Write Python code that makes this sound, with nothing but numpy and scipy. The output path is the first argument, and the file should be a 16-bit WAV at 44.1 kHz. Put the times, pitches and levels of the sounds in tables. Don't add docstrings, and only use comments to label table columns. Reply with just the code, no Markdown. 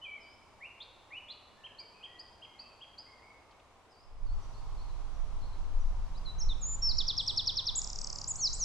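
import sys
import numpy as np
from scipy import signal
from scipy.fft import rfft, irfft, next_fast_len
from scipy.io import wavfile
from scipy.ndimage import uniform_filter1d, map_coordinates

SR = 44100
rng = np.random.default_rng(int(sys.argv[2]) if len(sys.argv) > 2 else 0)


def waveform_to_disk(signal):
    frames = np.transpose(np.atleast_2d(signal))
    scaled = np.clip(frames, -1, 1) * 32767
    samples = np.round(scaled).astype(np.int16)
    wavfile.write(sys.argv[1], SR, samples)


N = 381024

# (time [s], syllable, length [s], level [dB], pitch [ratio])
THRUSH_NOTES = [(0.013, "tee", 0.042, -43, 0.98), (0.047, "oo", .152, -44.5, 1),
                (.6, "slur", 0.078, -44.5, 0.95), (0.801, "flick", 0.034, -42.5, 0.97),
                (1.101, "slur", .087, -43, 1), (1.282, "flick", 0.049, -41, 0.99)]
WREN_NOTES = [(6.138, "dip", .065, -54.5, 0.97), (6.248, "low", 0.079, -42.5, 1),
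              (6.381, "zigzag", 0.062, -38.5, 0.99), (6.484, "droop", .055, -38.5, 1.005),
              (6.607, "whistle", .154, -35, 1), (6.816, "lead", 0.11, -28, 0.99),
              (7.75, "arch", 0.048, -27.5, 0.99), (8.272, "arch", .05, -29.5, 0.99),
              (8.355, "climb", .026, -33.5, 0.97), (8.373, "swoop", 0.11, -25, 0.99),
              (8.525, "climb", 0.056, -31, 0.97), (8.571, "swoop", 0.11, -26, 0.98)]
FAINT_NOTES = [(.196, "wavy", .165, -66, 1), (1.785, "seep", .07, -60, .39),
               (3.895, "wavy", .17, -68, .985), (4.26, "cup", .09, -67, 1.04), (4.41, "seep", .055, -67, 1),
               (4.53, "cup", .08, -67, 1.04), (4.77, "cup", .065, -64, 1), (4.88, "seep", .04, -67, .69),
               (5.13, "seep", .055, -66, 1), (5.41, "cup", .065, -64, 1), (5.52, "seep", .04, -66, .68),
               (5.79, "seep", .055, -65, .99), (7.19, "thin", .22, -68, 1), (7.975, "bow", .09, -54, 1),
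               (8.125, "slide", .125, -55, 1), (8.38, "pip", .04, -49, 1), (8.595, "pip", .04, -52, 1)]
THRUSH_SHAPES = { "tee": (0.37, 0.14, [3000, 3070, 3080, 3126, 3400]),
                 "oo": (.05, .24, [2650, 2350, 2300, 2292, 2292, 2292, 2292, 2200, 1950]),
                 "slur": (0.44, 0.055, [1675, 2140, 2410, 2640, 2921, 2954]),
                 "flick": (.16, .68, [3380, 3454, 3745, 4145, 4620, 4900]),
                 "chup": (0.35, 0.38, [2570, 2950, 3190, 3317, 3340, 3293, 2740, 2000]),
                 "tweet": (0.34, 0.7, [4040, 4510, 4820, 4978, 4970, 4740])}
WREN_SHAPES = { "dip": (0.38, .3, [4670, 4150, 3950, 4630, 5200, 4700, 4200]),
               "low": (0.17, 0.2, [4600, 4130, 4000, 3960, 3950, 4000, 3750]),
               "zigzag": (0.39, .14, [5430, 6150, 6800, 5800, 5330, 5500, 5900, 6300]),
               "droop": (.2, 0.3, [4620, 3960, 3650, 3620, 3470, 2930]),
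               "whistle": (.16, .03, [7800, 6850, 6450, 7052, 7052, 7052, 7052, 7052, 7052]),
               "lead": (0.15, 0.11, [5300, 5700, 5480, 5460, 5500, 5310, 4800, 4270, 3660]),
               "blip": (.5, .5, [5450, 5900, 5350]),
               "sweep": (.1, .34, [5450, 5560, 4850, 4350, 4000, 3670, 3420, 3200, 2750]),
               "arch": (.16, 0.067, [6030, 7000, 7970, 7850, 7300, 6970, 6700]),
               "tick": (0.7, 0.44, [7540, 7430, 6670, 5320, 4390, 4050]),
               "climb": (0.11, 0.84, [5070, 6950, 7850, 8320, 8200, 8100]),
               "swoop": (0.67, .06, [8330, 7340, 6680, 6000, 5450, 4680, 3800])}
FAINT_SHAPES = { "wavy": (.06, 0.12, [5000, 5300, 4670, 4690, 4780, 5050, 5130, 5240, 5200]),
                "cup": (0.12, 0.23, [4800, 4060, 4160, 4420, 4380]),
                "seep": (.22, 0.47, [6900, 6080, 5800, 5780, 5750]),
                "bow": (.4, .25, [7500, 7800, 7950, 7750, 7000]),
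                "thin": (.1, .5, [8000, 7900, 7820, 7750, 7550]),
                "slide": (0.16, 0.46, [7950, 7400, 7060, 6900, 6750]), "pip": (.3, .25, [4350, 4270, 4350]),
                "flute": (0.11, 0.16, [2120, 2330, 2298, 2284, 2315, 1960])}
# (frequency [Hz], gain [dB])
THRUSH_COLOUR = [(6500, -0.5), (9000, -12), (13000, -31)]
WREN_COLOUR = [(3950, -1), (4420, -5), (4900, 1.5), (5600, 0), (6900, -0.5), (8000, -4), (11000, -8.5),
               (12500, -30), (14000, -45)]
# (time [s], length [s], level [dB], pitch [ratio])
TWEET_NOTES = [(1.783, 0.04, -42, 0.99), (2.186, 0.037, -44, 1.01), (2.587, 0.0392, -44, 0.99),
               (2.977, .037, -43.5, 1.01)]
# (time [s], level before its overall gain [dB], pitch [ratio])
WHISTLER_NOTES = [(1.56, -64.5, 0.78), (1.92, -64, 1.1), (2.06, -63.5, .84), (2.45, -67, 0.93),
                  (2.579, -64, 1.14), (3.05, -63.5, 0.93), (3.21, -59.5, 0.96)]
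# (time [s], level [dB], centre frequency [Hz])
TREE_TICKS = [(1.798, -70, 6200), (2.193, -66, 6170), (2.981, -67, 6000), (3.508, -65.5, 4270),
              (3.522, -67, 2800), (3.597, -66, 2900)]

# (time [s], level [dB])
STEADY_WIND = [(3.9, -72), (4.2, -44), (4.8, -35.5), (6.95, -38.5), (7.3, -43.5), (8.64, -46)]
# (time [s], rise [dB])
WIND_GUSTS = [(4.3, 10), (5.36, 4.5), (5.83, 9), (6.04, 4), (6.5, 9.5), (6.92, 8), (7.95, 8.5), (8.58, 8.5)]
# (frequency [Hz], relative level [dB])
RUMBLE_COLOUR = [(8.8, -18), (15, 6.5), (34, -2.5), (129, -34.5), (156, -37.5), (178, -49.5), (250, -40.5),
                 (320, -64), (550, -120)]
CALM_COLOUR = [(20, -4.5), (75, -1.5), (156, -8.5), (400, -5.5), (1050, -2.5), (1350, -10), (1700, -15),
               (2400, -13.5), (3500, -18.5), (5000, -22), (8000, -26.5), (10000, -31.5), (12700, -39.5),
               (15700, -51.5)]
OPEN_COLOUR = [(100, -5.5), (220, -3.5), (320, -6), (550, -6.5), (1000, -1), (1280, -6.5), (1650, -16),
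               (2200, -17), (4000, -17.5), (6000, -20), (8000, -26), (10000, -31), (12700, -39),
               (15700, -55)]
# (frequency [Hz], likeness [1 = the same, 0 = unrelated])
AIR_LIKENESS = [(40, 0.98), (130, 0.32), (300, 0.62), (700, .88), (1300, 0.87), (2500, 0.072),
                (10000, 0.076)]
RUMBLE_LIKENESS = [(25, -0.08), (70, 0.2), (150, 0.6)]
# (time [s], gain [ratio])
CALM_GAIN = [(3.3, 0.95), (4.15, 0.74), (4.45, 0.6)]
OPEN_GAIN = [(4.16, 0.062), (4.42, 0.98)]
WIND_GAIN = [(3.95, 0.074), (4.1, 1)]

# (time [s], cycle rate [Hz], level [dB])
ENGINE_RUN = [(4.05, 21.4, -75.5), (4.25, 21.5, -56), (5.5, 21.54, -56.5), (6.3, 21.84, -53),
              (7.3, 22.37, -54), (8.6, 22.45, -55.5)]
# (multiple of the cycle rate, relative level [dB])
ENGINE_TONES = [(4, -3), (5, -3), (6, -17), (7, -7), (9, -17.5), (11, -19.5)]
# (time [s], slope above the fifth multiple [dB per octave])
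ENGINE_BRIGHTNESS = [(5.3, -17.5), (6.1, 0)]


def wren():
    song = sing(WREN_NOTES + trill(), WREN_SHAPES, waver=0.003, overtone_db=-42.5, taper=1.38)
    song += sing(rattle(), WREN_SHAPES, waver=0.0024, overtone_db=-48, taper=1.83)
    song = filtered(song, lambda hz: amp(along(WREN_COLOUR, hz)))
    return woods(song, near_db=-13.5, near_s=0.4, tail_db=-11.8, tail_s=0.78, spread=0.7, count=160)


def trill(start_s=6.9794, period_s=0.0979, length_s=0.0445, peak_db=-25.5, ends_db=-2, count=8):
    notes = []
    for k, place in enumerate(np.linspace(-1, 1, count)):
        time = start_s + k * period_s
        ratio = rng.normal(1, 0.0091)
        notes.append((time - 0.0105, "blip", 0.01, -36, ratio))
        notes.append((time, "sweep", length_s * rng.normal(1, 0.02), peak_db + ends_db * place ** 2, ratio))
    return notes


def rattle(start_s=7.812, period_s=0.02845, limp_s=0.001, length_s=0.011, sag=0.0058, count=16):
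    notes = []
    for k in range(count):
        time = start_s + k * period_s - k % 2 * limp_s
        db = rng.normal(-29.5, 0.7)
        ratio = 1 - sag * (k - count / 2) + rng.normal(0, 0.0075)
        notes.append((time, "tick", length_s, db, ratio))
    return notes


def thrush():
    clear = [note for note in THRUSH_NOTES + chup_tweets() if note[1] != "flick"]
    raspy = [note for note in THRUSH_NOTES if note[1] == "flick"]
    song = sing(clear, THRUSH_SHAPES, waver=0.0088, overtone_db=-38, taper=0.98, flutter_db=1.5)
    song += sing(raspy, THRUSH_SHAPES, waver=0.038, overtone_db=-38, taper=1.1, flutter_db=2)
    song = filtered(song, lambda hz: amp(along(THRUSH_COLOUR, hz)))
    return woods(song, near_db=-5, near_s=0.1, tail_db=-4, tail_s=0.98, spread=0.17, count=150)


def chup_tweets(start_s=1.633, period_s=0.391, length_s=0.043, first_db=-43, fade_db=1, rise=0.0111):
    chups = [(start_s + k * period_s, "chup", length_s, first_db - k * fade_db, 0.95 + k * rise)
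             for k in range(len(TWEET_NOTES))]
    return chups + [(time, "tweet", length, db, ratio) for time, length, db, ratio in TWEET_NOTES]


def sing(notes, shapes, waver, overtone_db, taper, flutter_db=1):
    song = np.zeros(N + SR)
    for time, syllable, length, db, ratio in notes:
        fade_in, fade_out, pitches = shapes[syllable]
        size = int(length * rng.normal(1, 0.007) * SR)
        progress = np.linspace(0, 1, size)
        glide = np.interp(progress, np.linspace(0, 1, len(pitches)), pitches)
        glide = uniform_filter1d(glide, size=size // 12 + 1, mode="nearest")
        hz = ratio * glide * (1 + waver * wobble(400, size))
        phase = 2 * np.pi * np.cumsum(hz) / SR
        swell = np.clip(np.minimum(progress / fade_in, (1 - progress) / fade_out), 0, 1) ** taper
        flutter = amp(flutter_db * wobble(90.7, size))
        tone = np.sin(phase) + amp(overtone_db) * np.sin(2 * phase)
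        song[max(round(time * SR), 0):][:size] += amp(db) * swell * flutter * tone
    return song[:N]


def faint_notes():
    song = sing(FAINT_NOTES, FAINT_SHAPES, waver=0.011, overtone_db=-45, taper=1, flutter_db=2.5)
    return woods(song, near_db=-6, near_s=0.25, tail_db=-2, tail_s=1, spread=0.5)


def whistler(length_s=0.155, gain_db=-3):
    notes = [(time, "flute", length_s, db + gain_db, ratio) for time, db, ratio in WHISTLER_NOTES]
    song = sing(notes, FAINT_SHAPES, waver=0.014, overtone_db=-45, taper=1, flutter_db=3)
    return woods(song, near_db=0, near_s=0.3, tail_db=1, tail_s=1, spread=0.4)


def ticks(rise_s=0.00346, band_width=0.234):
    sound = np.zeros(N)
    t = np.arange(SR // 25) / SR
    hz = np.fft.rfftfreq(len(t), 1 / SR)
    swell = t / rise_s * np.exp(1 - t / rise_s)
    for time, db, centre_hz in TREE_TICKS:
        band = np.exp(-0.5 * ((hz / centre_hz - 1) / band_width) ** 2)
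        noise = irfft(rfft(rng.standard_normal(len(t))) * band, len(t))
        sound[round(time * SR):][:len(t)] += amp(db) * unit(noise) * swell
    return sound


def wind(gust_width_s=0.094, lumps_db=1.5, lean_right_db=1.1):
    t = np.arange(N) / SR
    gusts_db = sum(db * np.exp(-0.5 * ((t - time) / gust_width_s) ** 2) for time, db in WIND_GUSTS)
    strength = curves(WIND_GAIN)[0] * amp(curves(STEADY_WIND)[0] + gusts_db)
    lumps = amp(lumps_db * np.array([wobble(16), wobble(12)]))
    rumble = unit(lumps * rush(RUMBLE_COLOUR, RUMBLE_LIKENESS))
    return strength * rumble * amp([[-lean_right_db], [lean_right_db]])


def engine(waver_db=2.4):
    cycle_hz, db = curves(ENGINE_RUN)
    slope_db, = curves(ENGINE_BRIGHTNESS)
    phase = 2 * np.pi * np.cumsum(cycle_hz * (1 + 0.003 * wobble(9.9))) / SR
    drone = np.zeros(N)
    for multiple, tone_db in ENGINE_TONES:
        octaves_up = max(np.log2(multiple / 5), 0)
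        gain = amp(db + tone_db + slope_db * octaves_up + waver_db * wobble(2.4))
        drone += gain * np.sin(multiple * phase + rng.uniform(0, 2 * np.pi))
    return drone


def air(calm_db=-60, open_db=-57, swell_db=0.74):
    calm = amp(calm_db) * curves(CALM_GAIN)[0] * rush(CALM_COLOUR, AIR_LIKENESS)
    swell = amp(open_db + swell_db * np.linspace(-1, 1, N))
    breezy = swell * curves(OPEN_GAIN)[0] * rush(OPEN_COLOUR, AIR_LIKENESS)
    return patchy(calm + breezy, depth_db=1.04)


def woods(song, near_db, near_s, tail_db, tail_s, spread, count=60):
    t = np.arange(SR * 3 // 2) / SR
    stereo = lambda pair: pair[0] + np.outer([1, -1], spread * pair[1])
    near = np.zeros((2, len(t)))
    near[:, rng.integers(SR // 250, SR // 8, count)] = rng.choice([-1, 1], (2, count))
    near = stereo(near * amp(-60 * t / near_s))
    tail_shape = amp(-60 * t / tail_s) * np.minimum(t / 0.02, 1)
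    tail = stereo(rng.standard_normal((2, len(t))) * tail_shape)
    echoes = (amp(near_db) * unit(near) + amp(tail_db) * unit(tail)) / np.sqrt(len(t))
    return song + signal.fftconvolve(song[None], echoes, axes=1)[:, :N]


def rush(colour, likeness):
    def response(hz):
        angle = np.arccos(np.clip(along(likeness, hz), -1, 1)) / 2
        return amp(along(colour, hz)) * [np.cos(angle), np.sin(angle)]
    shared, opposite = filtered(rng.standard_normal((2, N)), response)
    return unit(np.array([shared + opposite, shared - opposite]))


def patchy(x, depth_db):
    bands = signal.stft(x, nperseg=2048)[2]
    patches = uniform_filter1d(rng.standard_normal(bands.shape[1:]), size=3, axis=0)
    patches = uniform_filter1d(patches, size=12, axis=1)
    return signal.istft(bands * amp(depth_db * unit(patches)), nperseg=2048)[1][:, :N]


def amp(db):
    return 10 ** (np.asarray(db) / 20)


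def unit(x):
    return x / np.sqrt(np.mean(x ** 2) + 1e-20)


def along(points, hz):
    frequencies, values = np.transpose(points)
    return np.interp(np.log(hz + 1), np.log(frequencies + 1), values)


def curves(rows):
    times, *columns = np.transpose(rows)
    return [np.interp(np.arange(N) / SR, times, column) for column in columns]


def wobble(rate, size=N):
    points = rng.standard_normal(int(size * rate / SR) + 4)
    return map_coordinates(points, [np.arange(size) * rate / SR])


def filtered(x, response):
    size = next_fast_len(N + SR // 2)
    hz = np.fft.rfftfreq(size, 1 / SR)
    return irfft(rfft(x, size) * response(hz), size)[..., :N]


def scene():
    return thrush() + wren() + faint_notes() + whistler() + ticks() + air() + wind() + engine()


def record(dry, top_hz=15700):
    return filtered(dry, lambda hz: hz < top_hz)


dry = scene()
out = record(dry)
waveform_to_disk(out)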